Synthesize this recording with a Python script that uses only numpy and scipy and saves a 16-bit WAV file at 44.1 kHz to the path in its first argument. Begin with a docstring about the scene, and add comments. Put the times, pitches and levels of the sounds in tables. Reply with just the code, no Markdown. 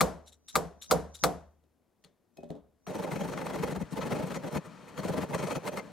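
"""Mallet and hacksaw at the bench

A quiet workshop, a microphone close to a wooden bench. Four mallet blows drive a screwdriver into
a slot in a steel clamp screwed to a board; bench, board and shop ring, and the tip grinds between blows.
The tools are laid down with ticks and thuds. Then a hacksaw works the slot: sped-up, choppy sawing,
with rests, the teeth shaking the wood and setting the steel singing."""
import sys
import numpy as np
from scipy import signal
from scipy.fft import rfft, irfft, next_fast_len
from scipy.io import wavfile

SR = 44100
rng = np.random.default_rng(int(sys.argv[2]) if len(sys.argv) > 2 else 0)


def persist_wave(psi):
    """Save psi, clipped to +-1, as 16-bit WAV."""
    counts = np.round(np.clip(psi, -1, 1) * 32767).astype(np.int16)
    wavfile.write(sys.argv[1], SR, np.atleast_2d(counts).T)


N = 261060

# mallet on the screwdriver: start_s, snap_db, crack_db, bench_ring_db, shop_tail_db, clamp_knock_db
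BLOWS = [(0.0078, -7, -18.5, -30, -27, -12.5), (0.555, -8.5, -20, -33, -31, -14.5),
         (0.911, -5.5, -18.5, -26.5, -28, -32.5), (1.2379, 1.5, -20, -29, -29.5, -19)]
CRACK_SPECTRUM = [(500, -19.5), (900, -9.5), (1250, -3), (1700, -14.5), (2300, -17.5), (2900, -22.5),
                  (3980, -13.5), (6230, -22), (7300, -16), (11400, -27), (12500, -23), (16300, -31.5)]  # struck steel, close up: pitch_hz, density_db
CRACK_DECAY = [(700, 0.11), (2000, 0.049), (6000, 0.076), (16000, 0.086)]  # how long it lasts: pitch_hz, t60_s
CLAMP_ARM_MODES = [(1104, -18, 0.04), (1210, -5, .04), (2260, -7, 0.0067)]  # the arm knocked by the tip: pitch_hz, level_db, t60_s
BENCH_MODES = [(75.6, -14, 0.8), (169.3, -3.5, 0.26), (181, -4, 0.31), (297, -6, 0.28), (404, -21.5, 0.12),
               (430.6, -8.5, 0.3), (461.3, 2, 0.26), (509, 4, 0.18), (524.4, -7, 0.28), (560, -11, 0.2),
               (607, 1.5, 0.13), (690, -4, 0.32), (754, -1, 0.22), (801, -3, 0.17), (990, -12, 0.16),
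               (1221, -10, 0.15), (1375, -7, 0.051), (1551, -11.5, 0.04)]  # the bench struck through the clamp: pitch_hz, level_db, t60_s
TAIL_SPECTRUM = [(24, -49.5), (55, -17.5), (75, -5.5), (127, -22.5), (172, 3.5), (225, -7), (322, -14.5),
                 (459, -10.5), (686, -9), (882, -16.5), (975, -14.5), (2670, -35), (7480, -34.5),
                 (12100, -38.5), (16300, -64.5)]  # bench and shop ringing on: pitch_hz, density_db
TAIL_DECAY = [(50, 0.55), (160, 0.34), (500, 0.42), (1500, 0.41), (4000, 0.38), (16000, 0.25)]  # how long they ring: pitch_hz, t60_s


def mallet():
    """Each blow snaps and cracks on the steel, knocks the clamp arm, and rings bench and shop."""
    start_s, snap_db, crack_db, ring_db, tail_db, knock_db = np.transpose(BLOWS)
    snap = colour(clicks(start_s, from_db(snap_db)), CRACK_SPECTRUM)
    crack = dying_noise(start_s, crack_db, CRACK_SPECTRUM, CRACK_DECAY, rise_ms=.48)
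    knock_s = np.r_[start_s, start_s + .0052]  # the tip bounces once, just as hard
    knock = strike(knock_s, np.r_[knock_db, knock_db], CLAMP_ARM_MODES, swell_q=.8, scatter_db=1.5)
    ring = strike(start_s, ring_db, BENCH_MODES, swell_q=10, scatter_db=1.5)
    lead_s = np.maximum(start_s - .011, 0)  # a faint low noise fades in just before each blow
    tail_and_lead = dying_noise(np.r_[start_s, lead_s], np.r_[tail_db, tail_db - 9],
                                TAIL_SPECTRUM, TAIL_DECAY, rise_ms=3.5)
    return snap + crack + knock + ring + tail_and_lead


# sped-up, choppy sawing, about 23 bursts a second: peak_s, wood_push_db, teeth_bite_db
SAW_BURSTS = [(2.875, -38, -42), (2.909, -35, -45.5), (2.956, -31.5, -41.5), (2.997, -34, -44.5),
              (3.04, -31, -39.5), (3.081, -32, -65.5), (3.127, -30, -40), (3.162, -32.5, -39),
              (3.21, -32.5, -41.5), (3.249, -34.5, -45.5), (3.291, -36.5, -40), (3.333, -35.5, -40.5),
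              (3.385, -35.5, -41), (3.419, -31.5, -45), (3.465, -34, -40.5), (3.505, -35.5, -45),
              (3.551, -31.5, -37), (3.594, -40.5, -43.5), (3.639, -30.5, -36), (3.679, -31.5, -41.5),
              (3.718, -34, -41), (3.766, -34.5, -44.5), (3.815, -39.5, -45), (3.931, -38.5, -46),
              (3.979, -32, -42.5), (4.028, -35.5, -38.5), (4.068, -33, -40.5), (4.122, -27, -40),
              (4.159, -34, -41), (4.199, -32.5, -49.5), (4.235, -36, -46.5), (4.274, -39, -43.5),
              (4.316, -34.5, -45.5), (4.361, -35.5, -39), (4.445, -36, -65), (4.475, -35, -42),
              (4.531, -36, -40), (4.565, -27.5, -35), (4.662, -47, -50.5), (4.891, -58, -52.5),
              (4.992, -34, -40.5), (5.05, -31.5, -41), (5.093, -30.5, -44), (5.138, -33, -41),
              (5.18, -28.5, -40.5), (5.229, -29.5, -40), (5.308, -34.5, -48.5), (5.349, -27, -34.5),
              (5.396, -33, -35.5), (5.436, -30.5, -36.5), (5.479, -33.5, -38.5), (5.519, -29.5, -33),
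              (5.565, -29.5, -39), (5.654, -35.5, -48), (5.679, -31.5, -38), (5.737, -34.5, -41.5),
              (5.78, -32, -37), (5.795, -43, -55.5)]
SLIDE = [(2.93, -48.5, -55), (3.03, -46, -56), (3.601, -40.5, -61.5), (3.8, -52, -60), (3.899, -54, -58.5),
         (4.11, -43.5, -49.5), (4.361, -45, -58), (4.42, -48.5, -57), (4.6, -56.5, -58),
         (4.93, -53.5, -57.5), (5.03, -43, -55.5), (5.22, -45, -49.5), (5.28, -48, -60), (5.45, -47, -55.5),
         (5.6, -50.5, -57), (5.78, -49.5, -59.5), (5.92, -51, -58.5)]  # the blade sliding lightly, through bursts and rests: time_s, drone_db, rasp_db
BOOM_SHARE = [(2.9, -2), (3.05, -3.5), (3.3, 2.5), (3.38, -1.5), (3.48, -21), (3.55, 1.5), (3.75, -0.5),
              (3.83, 10.5), (3.95, 3.5), (4.3, 0), (5.2, 1.5), (5.5, -1), (5.65, -4)]  # how much of the push reaches the deep boom: time_s, gain_db
BOOM_PEAKS = [(55.4, 54, -19), (152.5, 37.6, -1.5), (184.4, 41.1, -1), (281.7, 46, -7)]  # the bench booming under the saw: pitch_hz, width_hz, level_db
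DRONE_PEAKS = [(353.3, 52, 0.5), (457, 66, 3.5), (537.4, 52, 3), (610, 53, 2.5), (754, 148, -3),
               (852, 160, -2.5), (1038, 18, -6), (1185, 660, -15.5)]  # the board droning: pitch_hz, width_hz, level_db
SINGING_PEAKS = [(1775, 50, -4), (2030, 90, 3), (2170, 90, -5), (2535, 34, 4), (3120, 60, -9),
                 (3245, 80, -5), (4050, 250, -11), (4400, 250, -10), (5300, 300, -14), (5990, 150, -7),
                 (6470, 110, -10), (6950, 170, -9), (7817, 150, -14), (8670, 250, -14), (10300, 400, -14)]  # the steel singing: pitch_hz, width_hz, level_db
RASP_SPECTRUM = [(530, -21), (900, -0.5), (1340, 0.5), (1520, -6), (2460, -9), (3580, -14), (4350, -13.5),
                 (5150, -18), (8000, -17.5), (12600, -26.5), (14800, -41), (16300, -63)]  # teeth on steel, close up: pitch_hz, density_db


def hacksaw():
    """Random teeth shake bench, board and steel; the sound comes in choppy bursts over a smooth slide."""
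    saw_start_s, rise_ms, fall_ms = 2.867, 11, 8.65  # a burst: half to full power, and back to half
    t, power = np.arange(N) / SR, np.zeros((2, N))
    for peak_s, *levels_db in SAW_BURSTS:
        span = slice(round((peak_s - .08) * SR), round((peak_s + .08) * SR))
        ms = (t[span] - peak_s) * 1000
        bump = .5 ** (np.where(ms < 0, -ms / rise_ms, ms / fall_ms) ** 1.99)
        power[:, span] += from_db(2 * np.array(levels_db))[:, None] * bump
    sawing = t > saw_start_s
    push, bite_force = np.sqrt(power) * sawing
    deep_push = push * from_db(np.interp(t, *np.transpose(BOOM_SHARE)))
    slide_s, *slide_db = np.transpose(SLIDE)
    slide_low, slide_high = (sawing * from_db(np.interp(t, slide_s, db)) * rng.standard_normal(N)
                             for db in slide_db)
    teeth = grains(per_s=3000, spread_db=2.5)
    chips = grains(per_s=6000, spread_db=2.5) * from_db(2.8 * drift(per_s=150))  # grit comes in clumps
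    bite = bite_force * (.5 * teeth + .48 * chips)
    slide = lowpass(slide_high, 6900, order=1)  # duller than the bite
    singing = resonate(bite + from_db(-7) * slide, SINGING_PEAKS, patchy_db=4.5)
    steel = colour(flaring(bite) + slide, RASP_SPECTRUM) + from_db(-9) * singing
    bench = resonate(deep_push * teeth + from_db(3) * slide_low, BOOM_PEAKS, patchy_db=-1)
    board = resonate(push * teeth + slide_low, DRONE_PEAKS, patchy_db=1.5)
    return bench + board + steel


def flaring(x, edges_hz=(2500, 4500, 7000, 10500), patchy_db=3.5):
    """Each band of the rasp rises and falls by itself."""
    lows = [0 * x] + [lowpass(x, hz) for hz in edges_hz] + [x]
    return sum(band * from_db(patchy_db * drift(per_s=45)) for band in np.diff(lows, axis=0))


SNAGS = [(3.024, -40.5), (3.041, -38), (3.116, -32), (3.1569, -33), (3.2071, -31.5), (3.3224, -41.5),
         (3.3343, -33.5), (3.3744, -29.5), (3.4134, -31.5), (3.4657, -28.5), (3.499, -32.5), (3.707, -38),
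         (3.7593, -32.5), (3.969, -40), (4.1234, -28.5), (4.3051, -32), (4.3443, -35), (4.9757, -31),
         (5.0317, -34), (5.3436, -36), (5.3453, -26.5), (5.4273, -33.5), (5.471, -30), (5.5123, -32.5),
         (5.5536, -33), (5.6762, -24), (5.7727, -29), (5.7953, -34)]  # a tooth snags hard: start_s, level_db
SNAG_DECAY = [(500, 0.07), (8000, 0.016)]  # how long its burst lasts: pitch_hz, t60_s
JAMS = [(3.774, -27.5), (3.827, -27)]  # the blade jams in the slot: start_s, level_db
JAM_MODES = [(72, -1.5, 0.032), (230, -5.5, 0.035)]  # the bench thumped by a jam: pitch_hz, level_db, t60_s


def snags_and_jams():
    """A snagging tooth gives a short bright burst of rasp; a jamming blade thumps the bench."""
    start_s, level_db = np.transpose(SNAGS)
    snags = dying_noise(start_s, level_db - 6.5, RASP_SPECTRUM, SNAG_DECAY, rise_ms=1)
    return snags + strike(*np.transpose(JAMS), JAM_MODES, swell_q=.9, scatter_db=0)


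BINDS = [(3.0455, -55, -51), (3.115, -49, -48), (3.3748, -50, -49), (3.4567, -44, -50), (4.029, -41, -55),
         (4.123, -48, -46), (4.344, -45, -55), (4.558, -42, -49), (4.8797, -47, -65), (5.0416, -43, -60),
         (5.334, -38, -43), (5.673, -46, -41), (5.7733, -53, -42), (5.7947, -47, -43)]  # the blade binds in the slot: start_s, frame_db, clamp_db
FRAME_NOTE = [(2535, -4, .045)]  # the saw frame's note: pitch_hz, level_db, t60_s
CLAMP_NOTE = [(2100, 8, 0.048)]  # the clamp's note: pitch_hz, level_db, t60_s


def binding_blade():
    """The blade binds and slips: a note in the frame and one in the clamp swell and die quickly."""
    start_s, frame_db, clamp_db = np.transpose(BINDS)
    frame = strike(start_s, frame_db, FRAME_NOTE, swell_q=25, scatter_db=0)
    return frame + strike(start_s, clamp_db, CLAMP_NOTE, swell_q=3.5, scatter_db=.5)


GRINDS = [(0.258, -54, 14), (0.269, -47.5, 19), (0.318, -54, 19.3), (0.477, -38, 19), (0.507, -58.5, 7.2),
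          (0.522, -56.5, 13), (0.81, -39, 28.6), (0.858, -59.5, 8.5), (1.138, -39, 21.8), (1.186, -54, 8.5),
          (1.205, -58.5, 14)]  # the tip grinding in the slot between blows: start_s, level_db, fade_ms
TIP_PEAKS = [(1300, 540, -12.5), (3780, 330, 2.5), (4600, 800, -6.5), (5150, 800, -8), (5900, 260, -1),
             (7260, 520, -2), (8700, 1800, -8), (10220, 1300, -8), (13450, 3000, -22.5)]  # the screwdriver's resonances: pitch_hz, width_hz, level_db


def grinding_tip():
    """Grit under the tip drives the screwdriver's resonances in short swells."""
    t, push = np.arange(N) / SR, 0
    for start_s, level_db, fade_ms in GRINDS:
        age = np.clip(t - start_s, 0, 1) * 1000 / fade_ms
        swell = 1 - np.exp(-(age / .45) ** 2)
        push = push + from_db(level_db) * swell * np.exp(-age ** 1.25)
    return resonate(push * grains(per_s=7000, spread_db=3.5), TIP_PEAKS, patchy_db=2.5, per_s=120)


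# tools touching down on the bench: start_s, steel_ring_db, tick_db, bench_thud_db, shop_tail_db
TOUCHES = [(1.638, -88, -73, -75, -84), (2.0395, -90, -54, -75, -75), (2.046, -90, -53, -72, -62),
           (2.3706, -59, -56, -62, -64), (2.386, -80, -70, -48, -64), (2.405, -82, -67, -75, -80),
           (2.4325, -86, -57, -45.5, -55), (2.441, -86, -63, -62, -80), (2.49, -74, -70, -75, -80),
           (2.5035, -84, -50, -41, -47), (2.513, -86, -62, -48, -58), (2.552, -95, -63, -51, -60),
           (2.562, -95, -67, -60, -90)]
FRAME_MODES = [(1793, -10, .08), (2536, -2.5, .25), (3865, -5, .05), (4258, -9, .07), (5179, -3, .035),
               (6476, -5, .045), (7903, -5, .045), (9000, -4, .03), (10740, -13, .05), (12200, -12, .05),
               (12970, -11, .06)]  # the steel saw frame: pitch_hz, level_db, t60_s
TICK_SPECTRUM = [(500, -23), (1200, -3), (2000, -2), (2600, -9.5), (3500, 1), (4600, -7.5), (8000, -9),
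                 (16000, -23)]  # the dry tick of contact: pitch_hz, density_db
TICK_DECAY = [(1000, .022), (9000, .02)]  # the tick at the bench: pitch_hz, t60_s
ECHO_DECAY = [(1500, .28), (5000, .22), (12000, .08)]  # the tick coming back from the shop: pitch_hz, t60_s
BENCH_TOP_MODES = [(75, -21, 1), (165, -5, .22), (238, -6, .33), (288, -1, .2), (382, -4, .2),
                   (427, -7, .25), (520, -4, .12), (584, -5, .3), (667, 0, .09), (796, -7, .07),
                   (920, -16, .04)]  # the bench knocked on its top: pitch_hz, level_db, t60_s
CLINKS = [(2.0398, -58), (2.045, -59), (2.0473, -56)]  # the screwdriver leaving the slot: start_s, level_db
SHANK_MODES = [(3380, 0, .018), (4040, -10, .06), (4160, -11, .13), (4420, 1, .02), (6870, -21, .12),
               (8615, -9, .022)]  # its shank: pitch_hz, level_db, t60_s


def tools_laid_down():
    """The screwdriver clinks free; each touch ticks, rings the steel and thuds in the bench top."""
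    start_s, ring_db, tick_db, thud_db, tail_db = np.transpose(TOUCHES)
    ring = strike(start_s, ring_db, FRAME_MODES, swell_q=6.6, scatter_db=2)
    tick = dying_noise(start_s, tick_db, TICK_SPECTRUM, TICK_DECAY, rise_ms=.5)
    echo = dying_noise(start_s, tick_db - 20, TICK_SPECTRUM, ECHO_DECAY, rise_ms=6)
    thud_s = start_s - .003  # the wood takes the weight just before the tick
    thud = strike(thud_s, thud_db, BENCH_TOP_MODES, swell_q=.9, scatter_db=2)
    clink = strike(*np.transpose(CLINKS), SHANK_MODES, swell_q=3, scatter_db=1)
    tail = dying_noise(start_s, tail_db, TAIL_SPECTRUM, TAIL_DECAY, rise_ms=1)
    return ring + clink + tick + echo + thud + lowpass(tail, 650)  # a gentle touch stirs only the lows


AIR_SPECTRUM = [(18, -23), (30, -4), (103, -8), (259, -4), (721, -13), (1190, -20), (1720, -24.5),
                (2750, -29), (7870, -33.5), (11700, -32), (16000, -37)]  # room tone around the bench: pitch_hz, density_db


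def shop_air():
    """The quiet air of the shop: faint, steady noise, mostly low."""
    return from_db(-74.5) * colour(rng.standard_normal(N), AIR_SPECTRUM)


LEAN = [(60, 3.5), (130, 1), (200, 11), (340, 21.5), (410, -7), (600, -10), (660, 13), (740, -11.5),
        (930, -10.5), (1050, 5), (1400, 9.5), (2500, 7.5), (5000, 5.5), (7000, -0.5), (16000, 2)]  # each band leans to the left or right: pitch_hz, left_minus_right_db
WIDTH = [(60, -19), (150, -10.5), (290, -13), (500, -28), (1000, -25.5), (4500, -26), (6000, -0.5),
         (6800, -7.5), (7200, -40)]  # diffuse width against the centre: pitch_hz, level_db


def stereo_spread(centre):
    """Bands lean left or right; small phase shifts, changing from pitch to pitch, add width."""
    size = next_fast_len(N + SR)
    hz = np.arange(1, size // 2 + 2) * SR / size
    smear = rng.standard_normal(2000) * np.exp(-np.arange(2000) / 600)
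    shift = 1j * np.sqrt(2) * np.cos(np.angle(rfft(smear, size)))
    lean = np.tanh(at_hz(LEAN, hz) * np.log(10) / 40)
    side = irfft(rfft(centre, size) * (lean + from_db(at_hz(WIDTH, hz)) * shift), size)
    return centre + side[:N] * [[1], [-1]]


def strike(start_s, level_db, modes, swell_q, scatter_db):
    """Every hit rings every mode with a strength of its own; a second resonance lets the ring swell."""
    luck, out = rng.standard_normal((len(start_s), len(modes))), 0
    for k, (hz, mode_db, t60_s) in enumerate(modes):
        r, w = from_db(-60 / (t60_s * SR)), 2 * np.pi * hz / SR
        hits = clicks(start_s, from_db(level_db + mode_db + scatter_db * luck[:, k]))
        ring = signal.lfilter([0, np.sin(w)], [1, -2 * r * np.cos(w), r * r], hits)
        out = out + (-1) ** k * signal.lfilter(*signal.iirpeak(hz, swell_q, SR), ring)
    return out


def dying_noise(start_s, level_db, spectrum, t60s, rise_ms):
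    """Noise in half-octave bands; each band swells after a hit and dies at its own rate."""
    noises = [colour(rng.standard_normal(N), spectrum) for _ in range(2)]  # unrelated neighbour bands
    edges_hz, out = 35 * 2 ** np.arange(0, 9.1, .5), 0
    hits, swell = clicks(start_s, from_db(level_db)), np.exp(-1000 / (rise_ms * SR))
    for k, (low, high) in enumerate(zip(edges_hz, edges_hz[1:])):
        t60_s = at_hz(t60s, np.sqrt(low * high))
        decay = signal.lfilter([1], [1, -from_db(-60 / (t60_s * SR))], hits)
        envelope = signal.lfilter([1 - swell], [1, -swell], decay)
        band = signal.butter(2, [low, high], "band", fs=SR, output="sos")
        out = out + envelope * signal.sosfilt(band, noises[k % 2])
    return out


def resonate(x, peaks, patchy_db, per_s=30):
    """Parallel resonances, each driven more or less from moment to moment."""
    out, power = 0, 0
    for k, (hz, width_hz, db) in enumerate(peaks):
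        r = np.exp(-np.pi * width_hz / SR)
        poles, gain = [1, -2 * r * np.cos(2 * np.pi * hz / SR), r * r], (1 - r * r) / 2
        drive = x * from_db(db + patchy_db * drift(per_s))
        out = out + (-1) ** k * signal.lfilter([gain, 0, -gain], poles, drive)
        power += from_db(2 * db) * gain
    return out / np.sqrt(power)


def colour(x, spectrum):
    """Causal (minimum-phase) filter of the given spectrum and unit energy."""
    gains = from_db(at_hz(spectrum, np.arange(1, 2050) * SR / 4096))
    cepstrum = irfft(np.log(gains))
    cepstrum[1:2048] *= 2
    cepstrum[2049:] = 0
    pulse = irfft(np.exp(rfft(cepstrum)))
    return signal.fftconvolve(x, pulse / np.sqrt(np.sum(pulse ** 2)))[:N]


def grains(per_s, spread_db):
    """Random clicks of uneven size and sign; rms 1."""
    sizes = from_db(spread_db * np.minimum(rng.exponential(1, N), 5)) * rng.choice([-1, 1], N)
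    train = sizes * (rng.random(N) < per_s / SR)
    return train / np.sqrt(np.mean(train ** 2) + 1e-20)


def clicks(start_s, gains):
    """One sample of the given height at each time."""
    out = np.full(N, 1e-18)
    out[np.round(np.asarray(start_s) * SR).astype(int)] = gains
    return out


def drift(per_s):
    """Random points of spread 1, joined by straight lines."""
    points = rng.standard_normal(int(N / SR * per_s) + 2)
    return np.interp(np.arange(N) / SR * per_s, np.arange(len(points)), points)


def lowpass(x, hz, order=2):
    """A gentle roll-off of the treble."""
    return signal.lfilter(*signal.butter(order, hz, fs=SR), x)


def at_hz(points, hz):
    """A table read on a log-frequency axis."""
    pitch_hz, values = np.transpose(points)
    return np.interp(np.log(hz), np.log(pitch_hz), values)


def from_db(db):
    """Gain of a level."""
    return 10 ** (np.asarray(db) / 20)


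def scene():
    """The work at the bench, in the quiet air of the shop; each band leans to the left or right."""
    air = shop_air()
    work = mallet() + tools_laid_down() + grinding_tip() + hacksaw() + binding_blade() + snags_and_jams()
    return stereo_spread(work + air)


def record(dry):
    """The microphone loses the deepest bass; the top is cut steeply."""
    thinned = signal.sosfilt(signal.butter(2, 35, "high", fs=SR, output="sos"), dry)
    return signal.sosfilt(signal.cheby2(14, 60, 16600, fs=SR, output="sos"), thinned)


dry = scene()
out = record(dry)
persist_wave(out)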